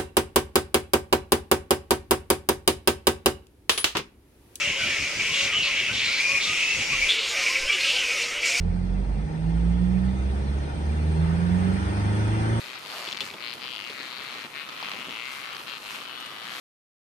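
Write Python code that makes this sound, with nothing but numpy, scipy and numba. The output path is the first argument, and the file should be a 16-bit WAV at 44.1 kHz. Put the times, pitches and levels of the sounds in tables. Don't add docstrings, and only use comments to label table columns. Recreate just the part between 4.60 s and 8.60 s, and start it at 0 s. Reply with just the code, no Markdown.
import sys
import numpy as np
from scipy import signal
from scipy.fft import rfft, irfft, next_fast_len
from scipy.io import wavfile
from scipy.ndimage import uniform_filter1d
from numba import njit

SR = 44100
rng = np.random.default_rng(int(sys.argv[2]) if len(sys.argv) > 2 else 0)


def generate_wav(sig):
    pcm = np.round(np.clip(np.atleast_2d(sig).T, -1, 1) * 32767).astype(np.int16)
    wavfile.write(sys.argv[1], SR, pcm)


N = 176400
CALL_N = SR // 2

# frequency in Hz, gain in dB.
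MOUTH = [(200, -24), (900, -8), (1600, -6.5), (1850, -3.5), (2100, 1.5), (2450, -.5), (3000, 0.5),
         (7300, 0.5), (9000, -16), (13000, -16)]


def amp(db):
    return 10 ** (np.asarray(db) / 20)


def unit(x):
    return x / np.sqrt(np.mean(x ** 2) + 1e-20)


def along(points, hz):
    knot_hz, values = np.transpose(points)
    return np.interp(np.log(hz + 1), np.log(knot_hz + 1), values)


def curve(rows):
    return np.interp(np.arange(N) / SR, *np.transpose(rows))


def wobble(rate_hz, n):
    knots = rng.standard_normal(1024)
    return np.interp(np.arange(n) * rate_hz / SR, np.arange(len(knots)), knots)


def filtered(x, response):
    size = next_fast_len(N + SR // 4)
    return irfft(rfft(x, size) * response(np.fft.rfftfreq(size, 1 / SR)), size)[..., :N]


def coloured(x, spectrum):
    return unit(filtered(x, lambda hz: amp(along(spectrum, hz))))


def add(track, start_s, sound):
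    i = round(start_s * SR)
    part = sound[max(-i, 0):max(N - i, 0)]
    track[max(i, 0):][:len(part)] += part


@njit
def ring(drive, pole):
    out = np.zeros(len(drive))
    first = second = 0j
    for i in range(len(drive)):
        first = first * pole[i] + drive[i]
        second = second * pole[i] + first
        out[i] = second.real
    return out


def gesture(length_s, start_hz, end_hz, quaver):
    attack_s, release_s, arch, quaver_hz = 0.016, 0.022, 0.025, 113.7
    t = np.arange(min(int((length_s + release_s) * SR), CALL_N)) / SR
    progress = np.clip(t / length_s, 0, 1)
    env = np.clip(t / attack_s, 0, 1) * np.clip((length_s - t) / release_s / 2 + .5, 0, 1)
    bend = arch * (np.sin(np.pi * progress) - 2 / np.pi) + quaver * wobble(quaver_hz, len(t))
    return env, (start_hz + (end_hz - start_hz) * progress) * (1 + bend)


def flutter(voice, depth_db=1.5, rate_hz=110.4):
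    return unit(voice * amp(depth_db * wobble(rate_hz, len(voice))))


def squeal(length_s, start_hz, end_hz, width_hz, whistle):
    rasp_hz, pulse_scatter_db, air_db, upper_db = 452.1, 1.5, -17, -21.5
    env, hz = gesture(length_s, start_hz, end_hz, quaver=0.0121)
    pulse_hz = rasp_hz * np.exp(.3 * rng.normal() + .12 * wobble(rasp_hz, len(env)))
    pulses = np.diff(np.floor(np.cumsum(pulse_hz) / SR), prepend=0)
    size, air = rng.standard_normal((2, CALL_N))[:, :len(env)]
    drive = pulses * amp(pulse_scatter_db * size) + amp(air_db) * air

    def throat(centre_hz, band_hz):
        return unit(ring(drive, np.exp(np.pi * (2j * centre_hz - band_hz) / SR)))

    rasp = np.sqrt(1 - whistle) * throat(hz, 1.58 * width_hz)
    tone = np.sqrt(whistle) * np.sin(2 * np.pi * np.cumsum(hz) / SR)
    upper = amp(upper_db) * throat(np.minimum(2.28 * hz, 7000), band_hz=1330)
    return env * flutter(rasp + tone + upper)


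def yelp(length_s, start_hz, end_hz, second_db):
    env, hz = gesture(length_s, start_hz, end_hz, quaver=.008)
    phase = 2 * np.pi * np.cumsum(hz) / SR
    return env * flutter(np.sin(phase) + amp(second_db) * np.sin(2 * phase))


def grove(x, wet_db):
    # frequency in Hz, T60 in seconds.
    decay = [(200, 0.13), (2500, 0.33), (10000, 0.19)]
    hz, t, noise = signal.stft(rng.standard_normal((2, SR // 2)), SR, nperseg=256)
    tail = signal.istft(noise * amp(-60 * t / along(decay, hz)[:, None]), SR, nperseg=256)[1]
    response = amp(wet_db) * tail / np.linalg.norm(tail[0])
    response[0, 0] += 1
    return signal.fftconvolve(x[None], response, axes=1)[:, :N] / np.sqrt(1 + amp(2 * wet_db))


def near(voice, rows):
    track = np.zeros(N)
    for start_s, length_s, level_db, *shape in rows:
        add(track, start_s, amp(level_db) * voice(length_s, *shape))
    return track


def near_squeals():
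    # start in seconds, length in seconds, relative level in dB,
    # throat start, end and nominal width in Hz, whistle share 0-1.
    squeals = [(0, 0.11, -27.5, 2650, 2800, 610, 0.5), (0.032, 0.13, -34, 2150, 2122, 250, 0.5),
               (0.188, 0.2, -28.5, 2450, 2175, 610, 0.3), (0.176, 0.082, -32.5, 1560, 1440, 200, .5),
               (0.262, 0.083, -31, 1780, 1790, 150, .6), (0.379, 0.12, -29.5, 2300, 2330, 500, 0.04),
               (0.586, 0.12, -29, 2350, 2384, 540, 0.4), (0.719, .16, -27, 2850, 2660, 1170, 0.27),
               (0.739, .13, -39.5, 6500, 6100, 2200, .05), (0.858, .08, -31.5, 2500, 2120, 500, 0),
               (.91, .12, -27.5, 2980, 2870, 304, 0.07), (1.013, 0.061, -30, 3920, 4030, 1000, .2),
               (1.021, 0.15, -28.5, 2600, 2610, 547, 0.24), (1.148, 0.075, -26.5, 2780, 2810, 540, 0),
               (1.22, 0.1, -30, 2650, 2520, 450, 0.2), (1.321, .15, -32.5, 3400, 3600, 1300, 0.2),
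               (1.427, 0.19, -32.5, 3740, 4150, 1690, 0), (1.387, 0.23, -31, 2400, 2230, 495, .1),
               (1.584, 0.09, -25, 2380, 2450, 298, 0.7), (1.675, .11, -24.5, 2424, 2427, 220, 0.83),
               (1.796, 0.097, -30, 3750, 3470, 1300, 0.3), (1.816, 0.034, -39, 6350, 6500, 1500, .1),
               (1.875, 0.17, -28.5, 2550, 2550, 577, 0.14), (1.997, 0.15, -28, 2520, 2680, 446, 0.8),
               (2.179, 0.061, -27, 2600, 2550, 573, 0.05), (2.286, 0.12, -28, 2480, 2325, 500, 0.45),
               (2.405, 0.069, -24.5, 2230, 2450, 346, .45), (2.481, 0.052, -21.5, 3350, 3550, 750, 0.54),
               (2.481, 0.092, -30.5, 2350, 2150, 500, 0), (2.53, .2, -32, 3950, 3400, 1500, 0),
               (2.663, 0.052, -42, 7270, 7200, 400, .5), (2.68, .055, -37, 6750, 6600, 400, .5),
               (2.728, 0.12, -28.5, 2230, 2260, 795, 0), (2.76, 0.17, -35, 5040, 5300, 1600, .06),
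               (2.848, 0.056, -24, 2380, 2360, 495, 0.24), (2.941, 0.024, -19, 2400, 2433, 346, 0.2),
               (3.084, 0.033, -22.5, 2350, 2347, 300, 0.7), (3.116, 0.043, -24.5, 2850, 2940, 700, 0.3),
               (3.163, 0.11, -28.5, 2450, 2520, 550, 0.3), (3.233, 0.11, -26, 2850, 2930, 696, 0.1),
               (3.346, .065, -25, 3000, 2920, 500, 0.4), (3.192, 0.19, -32.5, 4400, 4310, 1300, 0.1),
               (3.405, 0.15, -28.5, 2550, 2447, 590, 0.4), (3.558, 0.085, -30, 2500, 2450, 500, 0.05),
               (3.625, 0.016, -26, 3400, 4400, 1500, 0.1), (3.818, 0.093, -28, 2230, 2270, 450, 0.4),
               (3.902, 0.23, -30, 2400, 2460, 544, 0.2), (3.84, 0.14, -35.5, 5500, 5530, 1500, .08),
               (3.837, .09, -33.5, 7200, 7600, 1500, .08)]
    calls = filtered(near(squeal, squeals), lambda hz: amp(along(MOUTH, hz)))
    return grove(calls, wet_db=-4.5)


def crowd(voice, centre_hz, spread, timbre, count, typical_s):
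    scatter_db = 1.3
    track = np.zeros(N)
    for k, (late, stretch, pitch, glide, loud) in enumerate(rng.standard_normal((count, 5))):
        hz = centre_hz * np.exp(spread * pitch)
        call = voice(typical_s * np.exp(0.406 * stretch), hz, hz * np.exp(.08 * glide), *timbre)
        start_s = (k + late / 2) / count * (N / SR + typical_s) - typical_s
        add(track, start_s, amp(scatter_db * loud) * call)
    return unit(track)


def colony():
    # time in seconds, relative level in dB.
    chatter_db = [(0.0, -25), (0.24, -28), (0.45, -36), (0.65, -26), (0.81, -27), (1.01, -25.5),
                  (1.26, -29.5), (1.47, -24), (1.56, -27.5), (2.25, -27), (3.35, -29), (3.62, -30),
                  (3.85, -26.5), (3.95, -30.5)]
    yelps_db = [(0, -47.5), (.9, -46), (1.2, -50.5), (2.1, -51), (2.4, -47), (2.8, -46), (3.3, -43.5),
                (3.65, -48), (4, -45)]
    murmur_db = [(0, -47), (1, -49.5), (1.8, -52.5), (2.4, -50.5), (2.7, -45), (4, -45.5)]
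    squeals = crowd(squeal, 2413, spread=.1, timbre=(520, .2), count=140, typical_s=.12)
    yelps = crowd(yelp, 1400, spread=.17, timbre=(-8,), count=130, typical_s=.05)
    murmur = crowd(yelp, 530, spread=.14, timbre=(-12,), count=150, typical_s=.05)
    chatter = amp(curve(chatter_db) - 4) * coloured(squeals, MOUTH)
    roost = chatter + amp(curve(yelps_db)) * yelps + amp(curve(murmur_db)) * murmur
    return grove(roost, wet_db=-4)[0]


def patchy(x, depth_db=1.6):
    bands = signal.stft(x, nperseg=512)[2]
    flicker = uniform_filter1d(rng.standard_normal(bands.shape), size=3, axis=0)
    flicker = uniform_filter1d(flicker, size=8, axis=1)
    return signal.istft(bands * amp(depth_db * unit(flicker)), nperseg=512)[1][:N]


def screeches():
    # time in seconds, relative level in dB.
    swell_db = [(0.0, -35), (0.17, -39.5), (0.21, -35.5), (0.51, -37.5), (0.84, -33.5), (0.94, -41),
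                (1.12, -38), (1.2, -39.5), (1.54, -38.5), (1.56, -41), (1.61, -35.5), (1.65, -36.5),
                (1.78, -34), (1.81, -39), (1.83, -34), (1.92, -36), (2.55, -34.5), (2.58, -42),
                (2.69, -34.5), (2.9, -31.5), (3.07, -36.5), (3.27, -32), (3.46, -34), (3.58, -32.5),
                (3.8, -40), (3.87, -29.5), (3.97, -30.5), (3.98, -28.5)]
    # frequency in Hz, gain in dB.
    spectrum = [(1200, -70), (2500, -20), (3600, -0.5), (4600, 1.5), (5600, 2), (7200, -4), (7900, -8.5),
                (8600, -10), (10000, -14), (11500, -21), (12500, -19), (15500, -35)]
    voices = crowd(squeal, 6400, spread=.22, timbre=(3000, .12), count=110, typical_s=.13)
    air = amp(6) * rng.standard_normal(N)
    return amp(curve(swell_db) + 0.1) * coloured(patchy(unit(voices + air)), spectrum)


def leaves(level_db=-40.5):
    # frequency in Hz, gain in dB.
    spectrum = [(30, 0), (100, -3), (200, -0.5), (400, 2.5), (550, -1), (800, -2.5), (1200, 0), (1700, 0),
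                (2100, -0.5), (3500, 1), (6000, -29.5), (15000, -36)]
    return amp(level_db) * coloured(rng.standard_normal((2, N)), spectrum)


def swells(rows, sigma_s, spectrum):
    t = np.arange(N) / SR
    env = sum(amp(db) * np.exp(-.5 * ((t - peak_s) / sigma_s) ** 2) for peak_s, db in rows)
    return env * coloured(rng.standard_normal((2, N)), spectrum)


def wings():
    # peak time in seconds, level in dB.
    flaps = [(.09, -41), (.24, -41), (.30, -42.5), (.42, -40.5), (.60, -41), (.72, -44.5), (.84, -41),
             (.96, -44.5), (1.02, -46.5), (1.15, -47), (1.23, -50), (1.32, -42.5), (1.37, -46), (1.46, -48),
             (1.745, -46.5), (1.91, -43), (2.19, -41), (2.33, -43)]
    air_hz_db = [(25, -31), (60, -3.5), (100, -2), (200, -5), (330, -11.5), (800, -21), (3000, -60)]
    return swells(flaps, sigma_s=0.029, spectrum=air_hz_db)


def near_yelps():
    # start in seconds, length in seconds, relative level in dB,
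    # start and end pitch in Hz, second harmonic in dB.
    yelps = [(0.459, 0.094, -52, 1252, 1250, -15), (.75, 0.15, -43.5, 552, 549, -9),
             (0.926, 0.044, -39.5, 1114, 1280, -8), (1.069, 0.04, -40.5, 1020, 1083, -15),
             (1.289, 0.043, -33, 1416, 1586, 0), (1.475, 0.041, -40, 1315, 1450, -10),
             (1.681, .095, -41, 538, 567, -1), (1.859, .08, -39, 1236, 1232, -6),
             (2.32, 0.035, -36.5, 1180, 1090, -13), (2.70, 0.17, -44, 1205, 1230, -3),
             (2.88, 0.071, -41, 993, 1103, -3), (3.065, .03, -26, 1423, 1650, 9),
             (3.08, 0.069, -41.5, 1150, 1216, -6), (3.325, 0.042, -38.5, 471, 511, -12),
             (3.513, 0.07, -44, 1300, 1244, -10), (3.884, 0.13, -46, 673, 730, -24)]
    return grove(near(yelp, yelps), wet_db=-13)


def wind():
    # peak time in seconds, level in dB.
    puffs = [(2.35, -48), (2.43, -39), (3.05, -40), (3.78, -46)]
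    rumble_hz_db = [(20, 6), (38, 2), (70, -2), (150, -34), (600, -70)]
    return swells(puffs, sigma_s=0.035, spectrum=rumble_hz_db)


def wide_image(mid, side, calls):
    left_lag_s, balance_db = 3.3e-5, 0.8
    side = side + filtered(calls, lambda hz: -1j * np.sin(np.pi * hz * left_lag_s))
    return np.array([mid + side, mid - side]) * amp([[balance_db / 2], [-balance_db / 2]])


def narrow_image(mid, side):
    # frequency in Hz, gain in dB.
    colour = [(30, 0), (80, -2), (170, -6.5), (380, 0.5), (800, -0.5), (2000, 1), (7000, -1), (8500, 3.5),
              (11000, 1), (15000, 3)]
    wide_above_hz, lean_db = 11140, 3

    def response(hz):
        return amp(along(colour, hz) + np.outer([-.5, .5], lean_db * (hz > wide_above_hz)))

    side = filtered(side, lambda hz: hz > wide_above_hz)
    return filtered(np.array([mid + side, mid - side]), response)


def scene():
    # frequency in Hz, side gain in dB.
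    width = [(30, -3), (70, -25), (200, -20), (500, -17), (1200, -12.5), (2400, -8), (4000, -3), (6000, -3),
             (9000, -1.5), (15000, -0.5)]
    narrow_s = 2.49
    calls = np.array([colony(), colony()]) + near_squeals() + near_yelps()
    hiss = np.array([screeches(), screeches()])
    mid, side = calls + hiss + leaves() + wings() + wind()
    side = filtered(side, lambda hz: amp(along(width, hz)))
    narrowed = curve([(narrow_s - .01, 0), (narrow_s + .01, 1)])
    return (1 - narrowed) * wide_image(mid, side, calls[0]) + narrowed * narrow_image(mid, side)


def record(dry, top_hz=15700):
    return filtered(dry, lambda hz: hz < top_hz)


dry = scene()
out = record(dry)
generate_wav(out)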